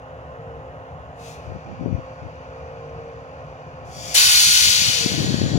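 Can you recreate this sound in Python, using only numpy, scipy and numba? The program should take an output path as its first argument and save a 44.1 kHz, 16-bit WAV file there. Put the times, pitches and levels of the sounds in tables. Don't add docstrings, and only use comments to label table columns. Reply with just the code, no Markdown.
import sys
import numpy as np
from scipy import signal
from scipy.fft import rfft, irfft
from scipy.io import wavfile
from scipy.ndimage import uniform_filter1d
from numba import njit

SR = 44100
rng = np.random.default_rng(int(sys.argv[2]) if len(sys.argv) > 2 else 0)


def to_wav(sig):
    pcm = np.clip(np.atleast_2d(sig), -1, 1) * 32767
    pcm = np.round(pcm).astype(np.int16)
    wavfile.write(sys.argv[1], SR, pcm.T)


N = 246078
T = np.arange(N) / SR
F = np.maximum(np.arange(N // 2 + 1) * SR / N, 1.)


def undb(db):
    return 10 ** (np.asarray(db) / 20)


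def level(x, db):
    return x * undb(db) / np.sqrt(np.mean(x ** 2))


def curve(rows):
    s, *columns = np.transpose(rows)
    return [np.interp(T, s, c) for c in columns]


def over_hz(points):
    hz, value = np.transpose(points)
    return np.interp(np.log(F), np.log(hz), value)


def density(points):
    octaves_below = np.maximum(np.log2(points[0][0] / F), 0)
    octaves_above = np.maximum(np.log2(F / points[-1][0]), 0)
    return undb(over_hz(points) - 20 * (octaves_below + octaves_above)) * np.sqrt(SR / 2)


def bell(hz, width):
    return 1 / (1 + (2 * (F - hz) / width) ** 2)


def boosts(peaks):
    return sum(db * bell(hz, width) for hz, width, db in peaks)


def walk(rate):
    k = int(SR / rate)
    steps = np.repeat(rng.standard_normal(N // k + 1), k)
    return 1.37 * uniform_filter1d(uniform_filter1d(steps, k), k)[:N]


@njit
def svf(x, hz, width):
    y, b, l = np.empty(len(x)), 0., 0.
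    for i in range(len(x)):
        g, k = np.tan(np.pi * hz[i] / SR), width[i] / hz[i]
        v = (b + g * (x[i] - l)) / (1 + g * (g + k))
        b, l, y[i] = 2 * v - b, l + 2 * g * v, k * v
    return y


@njit
def follow(x, attack, release):
    y, e = np.empty(len(x)), 0.
    for i in range(len(x)):
        e += (x[i] - e) * (attack if x[i] > e else release)
        y[i] = e
    return y


# pitch_hz, likeness (0-1)
PORT_LIKENESS = [(30, .9), (300, .95), (600, .97), (1000, .82), (1500, .85), (2500, .7), (6000, .62),
                 (8000, .45), (15000, .35)]


def wide_noise(gain, envelope=0.72):
    direct, left, right = rfft(rng.standard_normal((3, N)) * envelope)
    like = np.clip(over_hz(PORT_LIKENESS), 0, 1)
    scattered = np.array([left, right])
    return irfft(gain * (np.sqrt(like) * direct + np.sqrt(1 - like) * scattered), N)


def wavering(hz, db, waver_db, rate):
    phase = 2 * np.pi * (np.cumsum(hz * (1 + 0.002036 * walk(3))) / SR + rng.random())
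    return np.sqrt(2) * undb(db + waver_db * walk(rate)) * np.sin(phase)


FIRING_HZ, EXHAUST_DB = 26.87, -48.5
FIRING_STRENGTHS = [7.5, 1.5]
# pitch_hz, width_hz, level_db (relative)
STACK_RESONANCES = [(73.7, 16, -1), (118.3, 26, 1), (147.7, 25, -1)]


def exhaust():
    count = int(FIRING_HZ * N / SR)
    chance = rng.standard_normal((count, 2))
    at = (np.arange(count) + .5 + 0.016 * chance[:, 0]) / FIRING_HZ
    pulses = np.zeros(N)
    pulses[(at * SR).astype(int)] = undb(np.resize(FIRING_STRENGTHS, count) + 3.5 * chance[:, 1])
    flat = np.ones(N)
    ring = np.zeros(N)
    for hz, width, db in STACK_RESONANCES:
        narrow = svf(pulses, hz * flat, width * flat)
        ring += undb(db) * svf(narrow, hz * flat, 2 * width * flat)
    return level(ring, EXHAUST_DB)


# pitch_hz, level_db (rms, before wavering), waver_db (the sign only mirrors the random wander)
HUM_TONES = [(112, -54, -0.5), (134, -63.5, 1.5), (147.2, -53.5, -1), (262.8, -55.5, 0),
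             (463.5, -55.5, 6.5), (521.6, -46.5, -2.5), (569, -56, -2.5), (707, -56, 3.5)]


def tones():
    return sum(wavering(hz, db, waver_db, 6.054) for hz, db, waver_db in HUM_TONES)


# pitch_hz, density_db (per Hz)
ROAR_SPECTRUM = [(25, -82), (40, -99), (58, -68.5), (70, -61.5), (82, -62), (95, -71), (118, -67.5),
                 (134, -68), (152, -64), (185, -87), (230, -81.5), (320, -81), (400, -77), (480, -71.5)]


def rumble():
    return wide_noise(density(ROAR_SPECTRUM), undb(1.4 * walk(8)))


KNOCK_HZ, KNOCK_DEPTH = 72.9, 0.098
# pitch_hz, density_db (per Hz)
CLATTER_SPECTRUM = [(400, -81.5), (500, -70), (720, -67), (900, -72.5), (1300, -75.5), (1700, -83),
                    (2300, -95), (2800, -94), (3600, -102), (5000, -108), (7000, -108), (8000, -116),
                    (10000, -114), (15800, -126)]
# pitch_hz, width_hz, boost_db
HOOD_PANELS = [(780.4, 6.9, 6.5), (1063, 36, 6), (1260, 10, -1), (1450, 24, 6.5), (1597, 24, 8.5),
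               (1860, 43, 7), (2300, 39, 0), (2520, 180, 2), (2800, 330, 4.5)]


def clatter_and_fans():
    phase = 2 * np.pi * np.cumsum(KNOCK_HZ * (1 + 0.016 * walk(3.78))) / SR
    knock = 1 + KNOCK_DEPTH * np.sin(phase)
    deep = 1 / (1 + (F / 2200) ** 4)
    colour = density(CLATTER_SPECTRUM) * undb(boosts(HOOD_PANELS))
    clatter = wide_noise(colour * np.sqrt(deep), knock * undb(0.35 * walk(7.7)))
    fans = wide_noise(colour * np.sqrt(1 - deep))
    return clatter + fans


def engines():
    return exhaust() + tones() + rumble() + clatter_and_fans()


WHINE_HZ, WHINE_START_DB, WHINE_PAN_DB = 2930, -71, -3
WHINE_FADE_DB_S = 2
SECOND_WHINE_HZ, SECOND_WHINE_DB = 3160, -14


def whine():
    db = WHINE_START_DB - WHINE_FADE_DB_S * T
    first = wavering(WHINE_HZ, db, 2.9, 12.6)
    second = wavering(SECOND_WHINE_HZ, db + SECOND_WHINE_DB, 3.5, 12)
    return (first + second) * undb(np.array([[WHINE_PAN_DB], [-WHINE_PAN_DB]]) / 2)


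# pitch_hz, level_db (relative)
JET_COLOUR = [(500, -24.5), (800, -16), (1500, -6), (2500, -4.5), (4200, -0.5), (6000, -2.5), (8000, -4),
              (10000, -4.5), (13500, -10.5), (15800, -15)]


def jet(peaks, low_db, high_db):
    colour = undb(over_hz(JET_COLOUR) + boosts(peaks)) * (F > 300)
    sound = rfft(level(wide_noise(colour, undb(0.64 * walk(9))), 0))
    low, high = 1 / (1 + (F / 1900) ** 6), 1 / (1 + (7500 / F) ** 6)
    middle = irfft(sound * (1 - low - high), N)
    return undb(low_db) * irfft(sound * low, N) + middle + undb(high_db) * irfft(sound * high, N)


ROAR_PER_DB, TREBLE_PER_DB = 0.3255, -0.34


def release(flow_db, pan_db, peaks, low_db, high_db):
    sunk = np.maximum.accumulate(flow_db) - flow_db
    hiss = jet(peaks, low_db + ROAR_PER_DB * sunk, high_db + TREBLE_PER_DB * sunk)
    return hiss * undb(flow_db + np.array([pan_db, -pan_db]) / 2)


# time_s, level_db
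SPIT_FLOW = [(1.15, -74), (1.2, -56), (1.27, -48.5), (1.326, -51), (1.396, -62.5), (1.46, -64)]
# pitch_hz, width_hz, boost_db
SPIT_RESONANCES = [(2600, 370, 9), (3550, 300, 1.5), (5200, 340, -3), (6150, 320, 3)]


def valve_spit():
    before, after = (SPIT_FLOW[0][0] - .02, -95), (SPIT_FLOW[-1][0] + 0.21, -95)
    flow_db = curve([before, *SPIT_FLOW, after])[0]
    return release(flow_db, np.full(N, 1.), SPIT_RESONANCES, 7, 1.5)


# pitch_hz, density_db (per Hz)
SEEP_SPECTRUM = [(2000, -102), (2500, -88.5), (3300, -99), (4000, -104), (4800, -102), (5300, -105),
                 (5900, -102.5), (7000, -106), (9000, -120), (12000, -128)]
# time_s, level_db (relative)
SEEP_FLOW = [(1.2, -30), (1.4, -1.5), (2.0, -1.5), (3.0, -3), (3.9, -4.5), (4.3, -26)]
# pitch_hz, width_hz, boost_db
GAP_RESONANCES = [(2270, 450, 9), (4560, 420, 8.1), (5810, 260, 8.3)]


def seep():
    colour = density(SEEP_SPECTRUM) * undb(boosts(GAP_RESONANCES))
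    return undb(curve(SEEP_FLOW)[0]) * wide_noise(colour)


GUST_EDGE_DB_S, CALM_DB = 508, -62
# start_s, end_s, level_db (rms), port (0 left, 1 right)
PORT_GUSTS = [(1.48, 1.523, -31.5, 0), (1.54, 1.565, -29, 0), (1.666, 1.86, -37.5, 1),
              (1.805, 1.837, -27, 0), (1.865, 1.9, -24.5, 0), (1.91, 1.956, -24.5, 0), (1.972, 2.0, -28, 0),
              (2.244, 2.26, -31.5, 0), (3.835, 4.1, -42.5, 0), (4.476, 4.49, -29.5, 0),
              (4.639, 4.72, -28, 0), (4.626, 4.7, -34.5, 1), (4.805, 4.84, -27.5, 0),
              (4.862, 4.894, -26, 0), (5.013, 5.03, -28, 0), (5.045, 5.06, -23, 0), (5.108, 5.144, -23, 0),
              (5.11, 5.19, -35, 1), (5.18, 5.29, -23, 0), (5.2, 5.26, -28.5, 1), (5.293, 5.47, -22, 0),
              (5.304, 5.34, -29.5, 1), (5.418, 5.52, -29.5, 1), (5.485, 5.6, -20, 0)]


def gust_db():
    db = np.full((2, N), float(CALM_DB))
    for start, end, top_db, port in PORT_GUSTS:
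        side = int(round(port))
        seconds_outside = np.maximum(0, np.maximum(start - T, T - end))
        db[side] = np.maximum(db[side], top_db - GUST_EDGE_DB_S * seconds_outside)
    return db


def gust(db):
    burst_db = 3.5 * np.tanh(walk(30))
    hz = np.clip(140 * undb(0.12 * (db + 5.5) + .5 * burst_db), 40, 600)
    narrow = svf(rng.standard_normal(N), hz, 1.12 * hz)
    x = level(svf(narrow, hz, 2.13 * hz) * undb(burst_db), 0)
    x = x + 0.061 * (x ** 2 - uniform_filter1d(x ** 2, size=600))
    return level(x, 0) * undb(db)


def lesser_eddies(force):
    rate, peak_db, spread_db, pitch_hz = 45, 3, 1.5, 200
    count = int(rate * N / SR)
    eddies = []
    for port in range(2):
        for s, size, pitch in rng.random((count, 3)) * [T[-1], 1, 1]:
            db = force[port, int(s * SR)] + peak_db - spread_db * np.log(1 - size)
            eddies.append((s, db, pitch_hz * (.7 + .7 * pitch), port))
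    return eddies


EDDY_POINT = 0.78
# time_s, peak_db, pitch_hz, port (0 left, 1 right)
STRONG_EDDIES = [(1.51, -24, 170, 0), (1.562, -26, 200, 0), (1.815, -18, 150, 0), (1.861, -5, 293, 0),
                 (1.929, -8, 150, 0), (1.95, -10, 91, 0), (1.983, -19, 190, 0), (5.063, -1, 250, 0),
                 (5.121, -13, 251, 0), (5.246, -8, 280, 1), (5.307, -6.5, 238, 0), (5.324, -12, 190, 0),
                 (5.344, -2, 244, 0), (5.383, -13, 179, 0), (5.417, -3.5, 338, 0), (5.44, -5, 234, 0),
                 (5.456, -15, 179, 1), (5.463, -10, 215, 0), (5.555, -4, 196, 0), (5.577, -3.5, 227, 0)]


def wind():
    force = gust_db()
    out = np.array([gust(db) for db in force])
    for s, db, hz, port in list(STRONG_EDDIES) + lesser_eddies(force):
        near = slice(max(int((s - .03) * SR), 0), int((s + .03) * SR))
        turn = (T[near] - s) * hz
        swing = np.cos(np.pi / 2 * np.abs(4 * turn) ** EDDY_POINT)
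        out[int(round(port)), near] += undb(db) * swing * np.exp(-np.abs(turn / .5) ** 1.18)
    return signal.sosfiltfilt(signal.butter(2, [52, 1100], "band", fs=SR, output="sos"), out)


OPENING_PAN_DB = 0.8
# time_s, level_db
OPENING_FLOW = [(3.85, -62.5), (3.95, -45.5), (4.02, -40.5), (4.13, -35)]
# pitch_hz, width_hz, boost_db
HALF_OPEN_RESONANCES = [(2300, 92, 8), (3400, 500, 5), (4000, 580, -9), (4660, 280, 10), (5760, 410, 7.5),
                        (6260, 180, 1), (6760, 330, 6), (7240, 120, 8)]


def vent_opening():
    flow_db = curve([(OPENING_FLOW[0][0] - .02, -95), *OPENING_FLOW])[0]
    return release(flow_db, np.full(N, OPENING_PAN_DB), HALF_OPEN_RESONANCES, 5.5, 1)


BLAST_START_S = 4.142
SURGE_DB, SURGE_S, SNAP_DB, SNAP_S = 8.5, 0.31, 15.5, 0.02
# time_s, level_db, pan_db (left minus right)
BLAST_FLOW = [(4.148, -21.5, 5), (4.182, -11, 1), (4.45, -8.5, -1), (4.7, -12.5, 6), (4.85, -18, 8.5),
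              (5.03, -24.5, 5.5), (5.07, -27.5, 2), (5.3, -33.5, 0.5), (5.58, -41, 3.5)]
# pitch_hz, width_hz, boost_db
PIPE_RESONANCES = [(863, 47, 7), (1020, 45, 3.5), (1488, 140, 7.5), (2400, 110, 1), (2600, 170, 3.5),
                   (2997, 230, 6.5), (3250, 180, 2), (3650, 280, 5), (4340, 81, 5.5), (4650, 350, 7),
                   (4960, 270, -7), (5620, 195, 7.5), (6150, 81, 6.5), (7160, 21, 6), (7200, 160, 3.5)]


def vent_blast():
    first = (BLAST_START_S, OPENING_FLOW[-1][1], OPENING_PAN_DB)
    flow_db, pan_db = curve([first, *BLAST_FLOW])
    since = np.maximum(T - BLAST_START_S, 0)
    low_db = -3 + SURGE_DB * np.exp(-since / SURGE_S)
    high_db = 3 + SNAP_DB * np.exp(-since / SNAP_S)
    return release(flow_db, pan_db, PIPE_RESONANCES, low_db, high_db)


def air():
    stage = np.digitize(T, [OPENING_FLOW[0][0] - .02, BLAST_START_S])
    return np.choose(stage, [valve_spit(), vent_opening(), vent_blast()]) + seep()


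# pitch_hz, width_hz, level_db (relative)
DRAIN_RESONANCES = [(1620, 120, 2), (1850, 200, -2), (3310, 120, -1), (3950, 200, -3), (4450, 160, -1),
                    (6900, 150, -3)]
# time_s, level_db (rms)
DRAIN_FLOW = [(4.7, -66), (5.0, -40), (5.3, -37.5), (5.58, -42)]


def drain():
    ring = sum(undb(db) * bell(hz, width) for hz, width, db in DRAIN_RESONANCES)
    return level(wide_noise(ring), 0) * undb(curve(DRAIN_FLOW)[0]) * (T > DRAIN_FLOW[0][0])


def yard_echoes():
    span_s, echo_db = .03, -12
    echoes = 1
    for s, a in rng.random((14, 2)):
        echoes = echoes + undb(echo_db) * (2 * a - 1) * np.exp(-2j * np.pi * F * span_s * s)
    echoes = echoes / np.sqrt(np.mean(np.abs(echoes) ** 2))
    return 1 + (echoes - 1) / (1 + (900 / F) ** 4)


RIGHT_LAG_S, BASS_LAG_SHARE = 0.0003398, 0.55
CASE_ECHO_S, CASE_ECHO, CASE_FROM_HZ = 0.000357, 0.8, 1930
# pitch_hz, level_db
LEFT_RESPONSE = [(30, 3.5), (300, 0.5), (600, 0), (950, -2.5), (1200, -7), (1600, 2), (2500, 9), (3600, 5),
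                 (5600, 7.5), (7000, 6.5), (8500, -4), (10000, -11), (13500, -7.5), (15800, -23)]


def ports(x):
    lag = RIGHT_LAG_S * (1 - (1 - BASS_LAG_SHARE) / (1 + (F / 1100) ** 4))
    echo = CASE_ECHO / (1 + (CASE_FROM_HZ / F) ** 4) / (1 + (F / 15000) ** 4)
    right = (1 - echo * np.exp(-2j * np.pi * F * CASE_ECHO_S)) * np.exp(-2j * np.pi * F * lag)
    response = irfft(yard_echoes() * np.array([undb(over_hz(LEFT_RESPONSE)), right]), N)
    lead = 1024
    taps = np.roll(response, lead, axis=1)[:, :4096]
    return signal.fftconvolve(x, taps, axes=1)[:, lead:lead + N]


def scene():
    capsule_hiss = level(rng.standard_normal((2, N)), -81)
    return ports(engines() + air() + drain()) + whine() + wind() + capsule_hiss


def record(dry):
    top_db, ratio, top_hz = -15.5, 2.5, 15900
    bright = signal.sosfilt(signal.butter(2, 1000, "high", fs=SR, output="sos"), dry)
    loud = np.array([follow(np.abs(c), .002, .0003) for c in bright])
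    gain = np.minimum(1, undb(top_db) / (loud + 1e-9)) ** (1 - 1 / ratio)
    bass = signal.sosfiltfilt(signal.butter(2, 180, fs=SR, output="sos"), dry)
    clipped = np.clip(bass + (dry - bass) * gain, -1, 1)
    steep = signal.ellip(12, .2, 75, top_hz, fs=SR, output="sos")
    return signal.sosfilt(steep, clipped)


dry = scene()
out = record(dry)
to_wav(out)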